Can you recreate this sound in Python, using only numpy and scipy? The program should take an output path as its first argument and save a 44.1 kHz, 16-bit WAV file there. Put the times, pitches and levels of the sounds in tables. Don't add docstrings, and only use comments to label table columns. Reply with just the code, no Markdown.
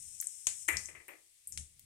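import sys
import numpy as np
from scipy import signal
from scipy.fft import rfft, irfft, next_fast_len
from scipy.io import wavfile

SR = 44100
rng = np.random.default_rng(int(sys.argv[2]) if len(sys.argv) > 2 else 0)


def dump_mix(stems):
    frames = np.atleast_2d(stems).T
    limited = np.clip(frames, -1, 1)
    pcm = np.round(limited * 32767).astype(np.int16)
    wavfile.write(sys.argv[1], SR, pcm)


N = 81585

# (time [s], level [dB], pitch [Hz], width [oct], crack [dB], room [dB], right side [dB])
SEED_POPS = [(0.2013, -9, 7180, 0.28, -32, -6.5, -4.5), (0.2122, -10, 10460, 0.3, -41, -7, 1),
             (0.2248, -27.5, 1910, 0.38, 2.5, -5, 3), (0.2422, -20, 7940, 0.24, -30, -18, 3),
             (0.2698, -7.5, 7940, 0.21, -28.5, -6.5, -2.5), (0.4694, 1, 7270, 0.24, -9, -3, 3),
             (0.47, -24, 720, .55, -9, -16, -9), (.5875, -26, 9000, 0.11, -42, -10, 1),
             (0.6797, -13, 8300, 0.11, -19, -2, -0.5), (0.6843, -4.5, 7800, 0.24, -28, -2.5, -1),
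             (0.6875, -19, 12250, 0.16, -31, 3, 4), (0.7698, -5.5, 6100, .31, -16, -4, 0.5),
             (0.8571, -16, 6800, .21, -26, -4.5, 1), (1.081, -34.5, 13500, 0.16, -22.5, 6, 5.5),
             (1.0816, -28.5, 8900, 0.13, -31, -6, 0.5), (1.4723, -16.5, 8700, 0.17, -31, -2, 0.5),
             (1.476, -28.5, 11800, .17, -27, 3, 5.5), (1.5227, -18.5, 7250, 0.3, -20, 2.5, -2),
             (1.5753, -13.5, 7330, 0.32, -29.5, 0, 3.5), (1.575, -16, 3180, 0.67, -6.5, -9, -1.5),
             (1.5979, -22.5, 8200, .2, -25.5, -4, -1), (1.7946, -30, 9300, .55, -12.5, -4, 3.5)]
# (frequency [Hz], level [dB])
CRACK_SPECTRUM = [(100, -28), (600, -16), (1200, -17), (2200, 0), (3800, -3), (6000, -3), (10000, -5),
                  (15000, -23.5)]
# (time [s], level [dB], body [dB], room [dB])
PAN_KNOCKS = [(0.6836, -1.5, -21, -2.5), (0.6871, -1.5, -17.5, -2.5), (.7300, -18, -19, 9),
              (.8860, -24, -8.5, 1), (0.95, -22.5, -13.5, 0.5), (1.0003, -34.5, -8, 3.5),
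              (1.0816, -24.5, -8.5, 7), (1.1350, -29, -2.5, -18)]
# (frequency [Hz], level [dB])
CLANG_SPECTRUM = [(300, -38.5), (1000, -17), (1500, -15), (1850, -2), (2400, -2.5), (2900, -14.5),
                  (3500, -24), (4700, -35), (6000, -31), (15000, -50.5)]
# (frequency [Hz], level [dB])
BODY_SPECTRUM = [(100, -19), (230, -16), (310, 1.5), (550, 0), (800, -5), (1200, -8), (1700, -21.5),
                 (3500, -36.5)]
PAN_MODES_HZ = [314, 607, 965, 1190, 1290, 1426, 1698, 1733, 1789, 1862, 2008, 2039, 2066, 2169, 2238, 2291,
                2350, 2630]
PAN_MODES_DB = [-13.5, -17, -12.5, -11, -6.5, -9, -7.5, -2, -2, -4.5, 7.5, 0.5, 7, -6, -3.5, -7.5, -1,
                -10.5]
# (peak time [s], level [dB], rise constant [s], fall constant [s])
BASS_THUDS = [(.750, -44, 0.027, 0.037), (1.598, -44, 0.035, 0.035)]
# (time [s], level [dB])
SIZZLE_ENVELOPE = [(0, -45.5), (.17, -47.5), (.33, -45.5), (.45, -48), (.62, -43), (.68, -49.5), (.8, -46),
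                   (.89, -48), (.94, -60.5), (1.05, -65.5), (1.85, -69)]
# (frequency [Hz], level [dB])
SIZZLE_SPECTRUM = [(500, -50.5), (1300, -38.5), (2100, -23.5), (3300, -22.5), (4700, -27.5), (5200, -8.5),
                   (6800, -5.5), (8300, 2.5), (9300, -3), (10800, -13.5), (13000, -21.5), (16000, -36)]
# (frequency [Hz], level [dB])
HISS_SPECTRUM = [(30, -0.5), (80, -5.5), (200, -15.5), (600, -16.5), (1400, -15.5), (2050, -2),
                 (2800, -1.5), (4300, -1), (6500, 0), (8400, 5), (10500, -0.5), (13000, -6.5),
                 (16000, -17.5)]
# (time [s], level [dB])
RUMBLE_ENVELOPE = [(0, -65.5), (.15, -70), (.22, -80.5), (.42, -84), (.5, -71), (.65, -75), (.76, -50.5),
                   (.87, -69.5), (.97, -66.5), (1.05, -81), (1.43, -93.5), (1.5, -67.5), (1.6, -53),
                   (1.7, -72.5), (1.85, -67.5)]
# (frequency [Hz], level [dB])
RUMBLE_SPECTRUM = [(20, -11), (55, -10.5), (78, 0), (105, -7), (145, -8), (220, -21), (500, -33),
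                   (1500, -55.5)]
# (frequency [Hz], T60 [s])
KITCHEN_T60 = [(200, 0.41), (2000, 0.27), (7000, 0.29), (11000, 0.38), (15000, 0.083)]
# (frequency [Hz], gain [dB])
RIGHT_RESPONSE = [(80, -7.5), (600, -6), (1200, -3.5), (2100, -13.5), (4000, -12.5), (5500, -12.5),
                  (6800, -16), (8300, -10), (10200, -3), (13000, -6.5), (16000, -4)]


def seed_pops(husk_t60_s=0.003, wall_delay_s=0.00094, wall_db=1.5, bowl_t60_s=0.034, bowl_db=-1):
    out = np.zeros((2, N))
    for time_s, level_db, pitch_hz, width_oct, crack_db, room_db, right_db in SEED_POPS:
        def spectrum_db(hz):
            snap = norm(np.exp(-0.5 * (np.log2((hz + 1) / pitch_hz) / width_oct) ** 2))
            crack = amp(crack_db) * norm(amp(at_hz(CRACK_SPECTRUM, hz)))
            return 10 * np.log10(snap ** 2 + crack ** 2)

        burst = click(spectrum_db)
        split = scatter(husk_t60_s)
        split[:, 0] += 1
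        wall = amp(wall_db) * np.roll(split, round(wall_delay_s * SR), axis=1)
        direct = norm(convolve(burst, split + wall))
        echoes = convolve(burst, amp(bowl_db) * scatter(bowl_t60_s) + amp(room_db) * kitchen())
        add(out, time_s, amp(level_db) * balance(right_db) * (direct + echoes))
    return out


def pan_knocks(clang_t60_s=0.05, ring_t60_s=0.29, ring_db=-1.5):
    out = np.zeros((2, N))
    t = np.arange(SR // 2) / SR
    clang = click(lambda hz: at_hz(CLANG_SPECTRUM, hz))
    body = click(lambda hz: at_hz(BODY_SPECTRUM, hz))
    for time_s, level_db, body_db, room_db in PAN_KNOCKS:
        for tone in (clang, amp(body_db) * body):
            response = scatter(clang_t60_s) + amp(room_db) * kitchen()
            add(out, time_s, amp(level_db) * convolve(tone, response))
        modes = 0
        for hz, mode_db in zip(PAN_MODES_HZ, PAN_MODES_DB):
            gain = amp(mode_db + rng.normal(0, 2))
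            modes += gain * np.sin(2 * np.pi * (hz * t + rng.random((2, 1))))
        ring = norm(modes * amp(-60 * t / ring_t60_s))
        add(out, time_s, amp(level_db + ring_db) * ring)
    return out


def air_puff(time_s=0.4685, level_db=-39, decay_s=0.00295):
    age = np.maximum(np.arange(N) / SR - time_s, 0) / decay_s
    return amp(level_db) * age * (2 - age) * np.exp(-age)


def thuds(low_hz=73.6, upper_hz=137, upper_db=-15.5):
    out = np.zeros(N)
    for peak_s, level_db, rise_s, fall_s in BASS_THUDS:
        t = np.arange(N) / SR - peak_s
        note = np.cos(2 * np.pi * low_hz * t) + amp(upper_db) * np.cos(2 * np.pi * upper_hz * t)
        swell = np.exp(np.minimum(t / rise_s, -t / fall_s))
        out += amp(level_db) * swell * note
    return out


def sizzle(bubbles_per_s=5000, spread_db=1.5):
    shape = (2, N)
    onsets = rng.random(shape) < bubbles_per_s / SR
    polarity = rng.choice([-1, 1], shape)
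    bursts = onsets * polarity * amp(spread_db * rng.standard_normal(shape))
    return coloured(bursts, SIZZLE_SPECTRUM) * envelope(SIZZLE_ENVELOPE) * balance(right_db=-3.5)


def background(hiss_db=-65.5):
    hiss = amp(hiss_db) * coloured(rng.standard_normal((2, N)), HISS_SPECTRUM) * balance(right_db=4)
    rumble = envelope(RUMBLE_ENVELOPE) * coloured(rng.standard_normal(N), RUMBLE_SPECTRUM)
    return hiss + rumble


def kitchen(delay_s=0.004):
    hz, t, noise = signal.stft(rng.standard_normal((2, SR // 2)), SR, nperseg=256)
    decay = amp(-60 * t / at_hz(KITCHEN_T60, hz)[:, None])
    _, tail = signal.istft(noise * decay, SR, nperseg=256)
    delayed = np.pad(tail, ((0, 0), (round(delay_s * SR), 0)))
    return norm(delayed[:, :SR // 2])


def scatter(t60_s):
    t = np.arange(SR // 2) / SR
    return norm(rng.standard_normal((2, len(t))) * amp(-60 * t / t60_s))


def click(spectrum_db, size=2048):
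    magnitude = amp(spectrum_db(np.fft.rfftfreq(size, 1 / SR)))
    cepstrum = irfft(np.log(np.maximum(magnitude, 1e-5)))
    cepstrum[1:size // 2] *= 2
    cepstrum[size // 2 + 1:] = 0
    return norm(irfft(np.exp(rfft(cepstrum))))


def amp(db):
    return 10 ** (np.asarray(db) / 20)


def balance(right_db):
    return amp([[0], [right_db]])


def norm(x):
    return x / np.sqrt(np.sum(x ** 2, axis=-1, keepdims=True) + 1e-20)


def at_hz(table, hz):
    table_hz, values = np.transpose(table)
    return np.interp(np.log(hz + 1), np.log(table_hz + 1), values)


def envelope(table):
    return amp(np.interp(np.arange(N) / SR, *np.transpose(table)))


def filtered(x, gain):
    size = next_fast_len(N + SR // 2)
    return irfft(rfft(x, size) * gain(np.fft.rfftfreq(size, 1 / SR)), size)[..., :N]


def coloured(x, spectrum):
    shaped = filtered(x, lambda hz: amp(at_hz(spectrum, hz)))
    return shaped / np.sqrt(np.mean(shaped ** 2) + 1e-20)


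def convolve(x, response):
    return signal.fftconvolve(np.atleast_2d(x), response, axes=1)


def add(out, time_s, x):
    part = out[:, round(time_s * SR):][:, :x.shape[-1]]
    part += x[..., :part.shape[1]]


def scene():
    return seed_pops() + pan_knocks() + air_puff() + thuds() + sizzle() + background()


def record(dry):
    top_hz = 16000
    return filtered(dry, lambda hz: amp([np.zeros_like(hz), at_hz(RIGHT_RESPONSE, hz)]) * (hz < top_hz))


dry = scene()
out = record(dry)
dump_mix(out)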